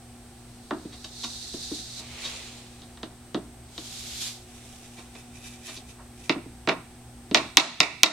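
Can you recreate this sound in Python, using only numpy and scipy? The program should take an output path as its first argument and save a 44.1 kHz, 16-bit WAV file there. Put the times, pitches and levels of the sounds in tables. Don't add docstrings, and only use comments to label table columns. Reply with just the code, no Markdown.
import sys
import numpy as np
from scipy import signal
from scipy.fft import rfft, irfft, next_fast_len
from scipy.io import wavfile

SR = 44100
rng = np.random.default_rng(int(sys.argv[2]) if len(sys.argv) > 2 else 0)


def unload_audio(sound):
    columns = np.transpose(np.atleast_2d(sound))
    steps = np.round(np.clip(columns, -1, 1) * 32767)
    wavfile.write(sys.argv[1], SR, steps.astype(np.int16))


N = 358091
TIME = np.arange(N) / SR
RING_TIME, TAIL_TIME = TIME[:2 ** 13], TIME[:2 ** 15]


# start in seconds, strength in dB of the low thump, middle clack, block ring and high crack,
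# then hardness in Hz (higher is brighter).
BATTEN_TAPS = [(7.3448, -28, -19.5, -17, -14.5, 5460), (7.57, -22, -9, -7, -1.5, 6300),
               (7.8026, -25, -15, -5, -9, 6500), (8.0321, -18, -5.5, -0.5, 2.5, 6000)]

def batten_taps(field):
    out = np.zeros((2, N))
    for start, *force in BATTEN_TAPS:
        tap = room(blow(*force), field, tail_db=2.5, scatter_db=-0.5, echo_db=1.0, scatter_s=0.0064)
        add(out, start, tap)
    return out


# pitch in Hz, relative level in dB, seconds to fade by 60 dB.
FLOOR_TONES = [(150, -13.5, 0.053), (231.6, -5.5, 0.039), (292.4, -3, 0.067), (334.6, -2, 0.053),
               (441, -5.5, 0.017), (606, -6.5, 0.045), (652, -4.5, 0.022), (796, -8, 0.017),
               (883, -6.5, 0.014), (1088, -7, 0.008), (1272, -6.5, 0.021), (1357, -7.5, 0.0093),
               (1776, -9, 0.0075), (1920, -10.5, 0.014), (2420, -18.5, 0.0083), (2710, -15.5, 0.021),
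               (2960, -11.5, 0.008), (3460, -10, 0.016), (3814, -9, 0.0061), (3734, -5, 0.017),
               (4086, -10.5, 0.011), (4310, -8, 0.0072), (4730, -7, 0.0051), (5170, -4.5, 0.0021),
               (5820, -5, 0.0017), (7020, -12, 0.0031), (7850, -16, 0.0026), (12000, -16.5, 0.00031)]
BLOCK_TONES = [(2030, -14.5, 0.015), (2314, -10, 0.023), (2635, -11, 0.014), (3605, -18.5, 0.023),
               (5050, -22, 0.033)]

def blow(thump_db, clack_db, block_db, crack_db, hardness_hz, travel_s=0.001706, bend_hz=3600):
    force = [(380, thump_db), (800, clack_db), (1600, clack_db), (3700, crack_db)]
    floor = ring([(hz, db + at_hz(force, hz), fade_s) for hz, db, fade_s in FLOOR_TONES])
    wood = panned(floor, -0.8) - from_db(block_db) * panned(ring(BLOCK_TONES), -9.5)
    soften = signal.butter(2, min(hardness_hz, 0.4 * SR), fs=SR, output="sos")
    wood = signal.sosfilt(soften, wood)
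    hz = np.fft.rfftfreq(len(RING_TIME), 1 / SR)
    delay_s = travel_s / (1 + (hz / bend_hz) ** 2)
    return irfft(rfft(wood) * np.exp(-2j * np.pi * np.cumsum(delay_s) * hz[1]))


def ring(tones):
    out = 0
    for k, (hz, db, fade_s) in enumerate(tones):
        wave = np.sin(2 * np.pi * hz * RING_TIME) * from_db(-60 * RING_TIME / fade_s)
        strength = np.sqrt(np.sum(wave ** 2) / (0.02 * SR))
        out = out + (-1) ** k * from_db(db) * wave / strength
    return out


def knock(thump_db, clack_db, block_db, crack_db):
    hardness_hz = 4300 * 2 ** ((crack_db - thump_db) / 48)
    return blow(thump_db, clack_db, block_db, crack_db, hardness_hz)


def scuff(length_s, force):
    swell = np.sin(np.pi * np.minimum(RING_TIME / length_s, 1))
    slips = rng.laplace(size=(1, len(RING_TIME))) * swell
    return signal.fftconvolve(slips / np.linalg.norm(slips), blow(*force, hardness_hz=7500), axes=1)


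# start in seconds, then thump, clack and crack in relative dB.
PLANK_CONTACTS = [(0.7074, -31.5, -23, -36.5), (.850, -34.5, -56, -52), (1.539, -34, -48, -40),
                  (1.713, -30, -48.5, -60), (2.818, -60, -58, -45), (2.833, -53, -60, -47),
                  (2.972, -66, -47, -48.5), (3.030, -35.5, -35.5, -33.5), (3.3442, -21.5, -30, -29),
                  (3.778, -38.5, -42, -31.5)]
# start in seconds, then thump, clack, ring and crack in relative dB.
BLOCK_CONTACTS = [(6.2940, -21.5, -19.5, -15.5, -18), (6.358, -30, -40, -51, -59),
                  (6.457, -38.5, -55, -65, -60), (6.673, -22.5, -21.5, -25.5, -26),
                  (6.687, -22.5, -17, -42, -21.5), (6.692, -27, -21, -16.5, -23.5),
                  (7.311, -23.5, -39.5, -41, -32)]
# start and length in
# seconds, then thump, clack, block ring and crack in relative dB.
SCUFFS = [(0.715, 0.014, -31, -75, -60, -74), (0.916, 0.037, -54, -50, -60, -46),
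          (1.04, 0.01, -51, -48, -66, -36.5), (1.227, 0.028, -47, -40.5, -47, -30),
          (1.968, 0.059, -53, -48, -69, -55), (2.235, 0.047, -49, -43.5, -58, -32),
          (4.965, 0.043, -51, -47, -52, -50), (5.145, 0.016, -45, -48, -52, -51),
          (5.67, 0.037, -50.5, -43.5, -49, -41), (5.757, 0.027, -48, -56, -52, -40.5),
          (5.98, 0.038, -71, -46.5, -62, -71)]

def laying(field, plank_db=-3.5, block_db=-4.5, scuff_db=0.5):
    sounds = [(start, from_db(plank_db) * knock(thump, clack, -np.inf, crack))
              for start, thump, clack, crack in PLANK_CONTACTS]
    sounds += [(start, from_db(block_db) * knock(*force)) for start, *force in BLOCK_CONTACTS]
    sounds += [(start, from_db(scuff_db) * scuff(length, force)) for start, length, *force in SCUFFS]
    out = np.zeros((2, N))
    for start, sound in sounds:
        add(out, start, room(sound, field, tail_db=-3.0, scatter_db=-4.0, echo_db=-5.0, scatter_s=0.019))
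    return out


# arrival time, rise, hold and fall in seconds, then level in dB.
FINGER_STROKES = [(1.24, .24, 0.12, 1, -39.5), (1.72, 1, 0.075, 0.29, -38),
                  (1.98, 0.19, 0.023, 0.035, -37.5)]
# frequency in Hz, relative level in dB.
FINGER_HISS = [(710, -57), (1200, -23), (1680, -17), (2230, -17), (3180, -10), (3700, 1.5), (4170, 2.5),
               (5590, -4.5), (6100, -2), (6580, -6), (8000, -7), (10400, -15.5), (16000, -33)]

def finger():
    return strokes(FINGER_STROKES) * rub(FINGER_HISS, grain_db=0.55, pan_db=-2.0)


# arrival time, rise, hold and fall in seconds, then level in dB.
KNEE_STROKES = [(2.25, 0.35, 0.083, 0.48, -38.5)]
# frequency in Hz, relative level in dB.
KNEE_HISS = [(400, -4.5), (900, -13), (1600, -16), (2700, -7.5), (3400, -3), (4100, -1.5), (5000, -7),
             (7000, -7), (10400, -16.5), (16000, -40)]

def knee():
    return strokes(KNEE_STROKES) * rub(KNEE_HISS, grain_db=0.5, pan_db=-1.0)


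# arrival time, rise, hold and fall in seconds, then level on arrival in dB.
PALM_STROKES = [(3.80, 0.12, 0.396, .12, -43.5), (4.215, 0.029, 0.058, 0.13, -34)]
# frequency in Hz, relative level in dB.
PALM_HISS = [(880, -44), (1500, -14.5), (1960, -19.5), (3550, 0.5), (5660, -3), (6890, -3), (9280, -9),
             (11800, -13), (14500, -23), (16000, -32)]
PALM_SWELL_DB_PER_S = 16

def palm():
    return strokes(PALM_STROKES, PALM_SWELL_DB_PER_S) * rub(PALM_HISS, grain_db=0.0, pan_db=-1.5)


# frequency in Hz, relative level in dB.
PRESSING_HISS = [(600, -6.5), (1100, -6.5), (1600, -9), (2400, 2), (3200, -3.5), (5000, -31)]

def pressing(palm_db=-12.5, knee_db=-6.0):
    wipe = from_db(palm_db) * strokes(PALM_STROKES, PALM_SWELL_DB_PER_S)
    drag = from_db(knee_db) * strokes(KNEE_STROKES, lead_s=0.056)
    return (wipe + drag) * rub(PRESSING_HISS, grain_db=0.5, pan_db=-3.0)


# arrival time, rise, hold and fall in seconds, then relative level in dB.
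SLEEVE_STROKES = [(4.55, 0.23, 0.27, 0.82, -53.5)]
# arrival time and hold in seconds, then rustle and ring in relative dB.
BLOCK_GRIPS = [(4.99, .005, -53, -59), (5.17, 0.035, -53, -55), (5.358, .008, -52.5, -54),
               (5.451, .02, -46, -51), (5.51, 0.049, -52.5, -60), (5.667, 0.034, -42, -48),
               (5.744, 0.014, -44.5, -57), (5.897, .01, -53, -56), (6.188, .02, -56, -67),
               (6.245, 0.014, -52, -56)]
# frequency in Hz, relative level in dB.
RUSTLE_HISS = [(530, -43), (900, -21), (1510, -17), (2420, -7), (3300, -8), (3640, -5.5), (4360, -13.5),
               (5610, -7), (10900, -13.5), (16000, -38)]

def handling(rustle_db=1.5, ring_db=-1.5, rise_s=0.071, fall_s=0.085, ring_stretch=2.8):
    grips = [(time, rise_s, hold, fall_s, db) for time, hold, db, _ in BLOCK_GRIPS]
    rustle_gain = from_db(rustle_db) * strokes(SLEEVE_STROKES + grips)
    rings = [(time, rise_s, hold, fall_s, db) for time, hold, _, db in BLOCK_GRIPS]
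    ring_gain = from_db(ring_db) * strokes(rings)
    friction = rub(RUSTLE_HISS, grain_db=1.5, pan_db=-1.5)
    free_ring = ring([(hz, db * 0.5, fade_s * ring_stretch) for hz, db, fade_s in BLOCK_TONES])
    block = rms_one(signal.fftconvolve(friction, free_ring[None], axes=1)[:, :N])
    return rustle_gain * friction + ring_gain * block


def rub(colour, grain_db, pan_db):
    grain = from_db(grain_db * drift(350) + 0.79 * drift(40))
    return panned(rms_one(noise(colour) * grain), pan_db)


def strokes(rows, swell_db_per_s=0, lead_s=0):
    power = 0
    for arrival, rise, hold, fall, db in rows:
        age = TIME - arrival + lead_s
        fade = np.maximum(-age, 0) / rise + np.maximum(age - hold, 0) / fall
        level_db = db + swell_db_per_s * np.clip(age, 0, hold) - 20 * fade
        power = power + from_db(np.maximum(level_db, -200)) ** 2
    return np.sqrt(power)


# delay in seconds, relative level in dB.
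NEAR_ECHOES = [(.0046, -3), (.0085, -38), (0.025, -8.5)]

def room(sound, field, tail_db, scatter_db, echo_db, scatter_s, smear_s=0.01):
    white, bands = field
    early, late = (i + np.arange(len(TAIL_TIME)) for i in rng.integers(0, 2 * len(TAIL_TIME), size=2))
    bounces = [(0, scatter_db, scatter_s)] + [(delay, db + echo_db, smear_s) for delay, db in NEAR_ECHOES]
    power = 0
    for delay, db, spread in bounces:
        fade = (TAIL_TIME > delay) * np.exp(-2 * np.abs(TAIL_TIME - delay) / spread)
        power = power + from_db(db) ** 2 * fade / fade.sum()
    tail = sum(band[:, late] * fade for band, fade in bands)
    response = white[:, early] * np.sqrt(power) + from_db(tail_db) * tail
    response[:, 0] += 1
    return signal.fftconvolve(sound, response, axes=1)


# frequency in Hz, seconds to fade by 60 dB, relative level in dB.
ROOM_TAIL = [(146.4, 0.65, -4), (350, 0.26, -4), (1160, 0.31, -1), (2400, 0.48, -12.5), (3360, 0.6, -12),
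             (4600, 0.41, -20.5), (7000, 0.48, -6), (13750, 0.12, 3)]

def echo_field():
    white = noise([(20, 0), (20000, 0)])[:, :3 * len(TAIL_TIME)]
    edges_hz = np.geomspace(80, 18000, 13)
    rows, bands = np.array(ROOM_TAIL), []
    for low, high in zip(edges_hz, edges_hz[1:]):
        band = signal.sosfiltfilt(signal.butter(2, [low, high], "band", fs=SR, output="sos"), white)
        fade_s, db = (at_hz(rows[:, [0, k]], np.sqrt(low * high)) for k in (1, 2))
        fade = from_db(-60 * TAIL_TIME / fade_s) * (1 - np.exp(-TAIL_TIME / 0.0053))
        bands.append((band, from_db(db) * fade / np.linalg.norm(fade)))
    return white, bands


# pitch in Hz, level in dB.
MAINS_HUM = [(60, -63.5), (120, -55.5), (240, -54), (360, -63)]
# pitch in Hz, level in dB, pitch wander in Hz.
THIN_WHINE = [(7900, -74.5, 24), (8240, -77, 14), (8266, -63, 8.1), (10600, -69, 41)]

def electric_hum():
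    out = 0
    for hz, db in MAINS_HUM:
        out += from_db(db + 2.0 * drift(14)) * np.sin(2 * np.pi * (hz * TIME + rng.random()))
    for hz, db, wander in THIN_WHINE:
        pitch_hz = hz + wander * (drift(2.9) + drift(270))
        out += from_db(db) * np.sin(2 * np.pi * np.cumsum(pitch_hz) / SR)
    return np.sqrt(2) * out


# frequency in Hz, relative level in dB.
AIR_COLOUR = [(18, -5), (35, -13), (62, 1), (90, -5.5), (150, -12), (300, -13), (450, -16), (600, -19),
              (750, -10.5), (930, -21), (2000, -24), (4200, -26.5), (9000, -28), (16000, -38)]

def ventilation(level_db=-50):
    return from_db(level_db) * noise(AIR_COLOUR)


# frequency in Hz, how alike the two ears hear it (from 0 to 1).
EAR_LIKENESS = [(60, 1), (300, 0.91), (600, 0.66), (1500, 0.63), (5000, 0.12), (15000, 0.013)]

def noise(colour):
    size = next_fast_len(N)
    hz = np.fft.rfftfreq(size, 1 / SR)
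    mid, side = rfft(rng.standard_normal((2, size)))
    alike = np.clip(at_hz(EAR_LIKENESS, hz), 0, 1)
    low_cut = 1 / np.sqrt(1 + (colour[0][0] / (hz + 1)) ** 6)
    pair = np.sqrt(1 + alike) * mid + np.sqrt(1 - alike) * side * [[1], [-1]]
    return rms_one(irfft(pair * low_cut * from_db(at_hz(colour, hz)), size)[:, :N])


def drift(turns_per_s):
    points = rng.standard_normal(2 ** 14)
    return rms_one(np.interp(TIME * turns_per_s, np.arange(len(points)), points))


def from_db(db):
    return 10 ** (np.asarray(db) / 20)


def rms_one(sound):
    return sound / np.sqrt(np.mean(sound ** 2) + 1e-20)


def at_hz(points, hz):
    freqs, values = np.transpose(points)
    return np.interp(np.log(np.maximum(hz, 1)), np.log(freqs), values)


def panned(sound, pan_db):
    return sound * from_db([[pan_db / 2], [-pan_db / 2]])


def add(out, start_s, sound):
    i = round(start_s * SR)
    out[:, i:i + sound.shape[-1]] += sound[..., :N - i]


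def scene():
    field = echo_field()
    woodwork = laying(field) + batten_taps(field)
    slides = finger() + knee() + palm() + pressing() + handling()
    return woodwork + slides + electric_hum() + ventilation()


def record(dry, threshold_db=-1.5, release_db_per_s=40.5, attack_s=0.0012, cutoff_hz=16200):
    peak_db = 20 * np.log10(np.abs(dry).max(axis=0) + 1e-9)
    over_db = np.maximum(peak_db - threshold_db, 0)
    held_db = np.maximum.accumulate(over_db + release_db_per_s * TIME) - release_db_per_s * TIME
    lag = np.exp(-1 / (attack_s * SR))
    dip_db = signal.lfilter([1 - lag], [1, -lag], held_db)
    clipped = np.clip(dry * from_db(-dip_db), -1, 1)
    return signal.sosfilt(signal.ellip(10, 0.2, 80, cutoff_hz, fs=SR, output="sos"), clipped)


dry = scene()
out = record(dry)
unload_audio(out)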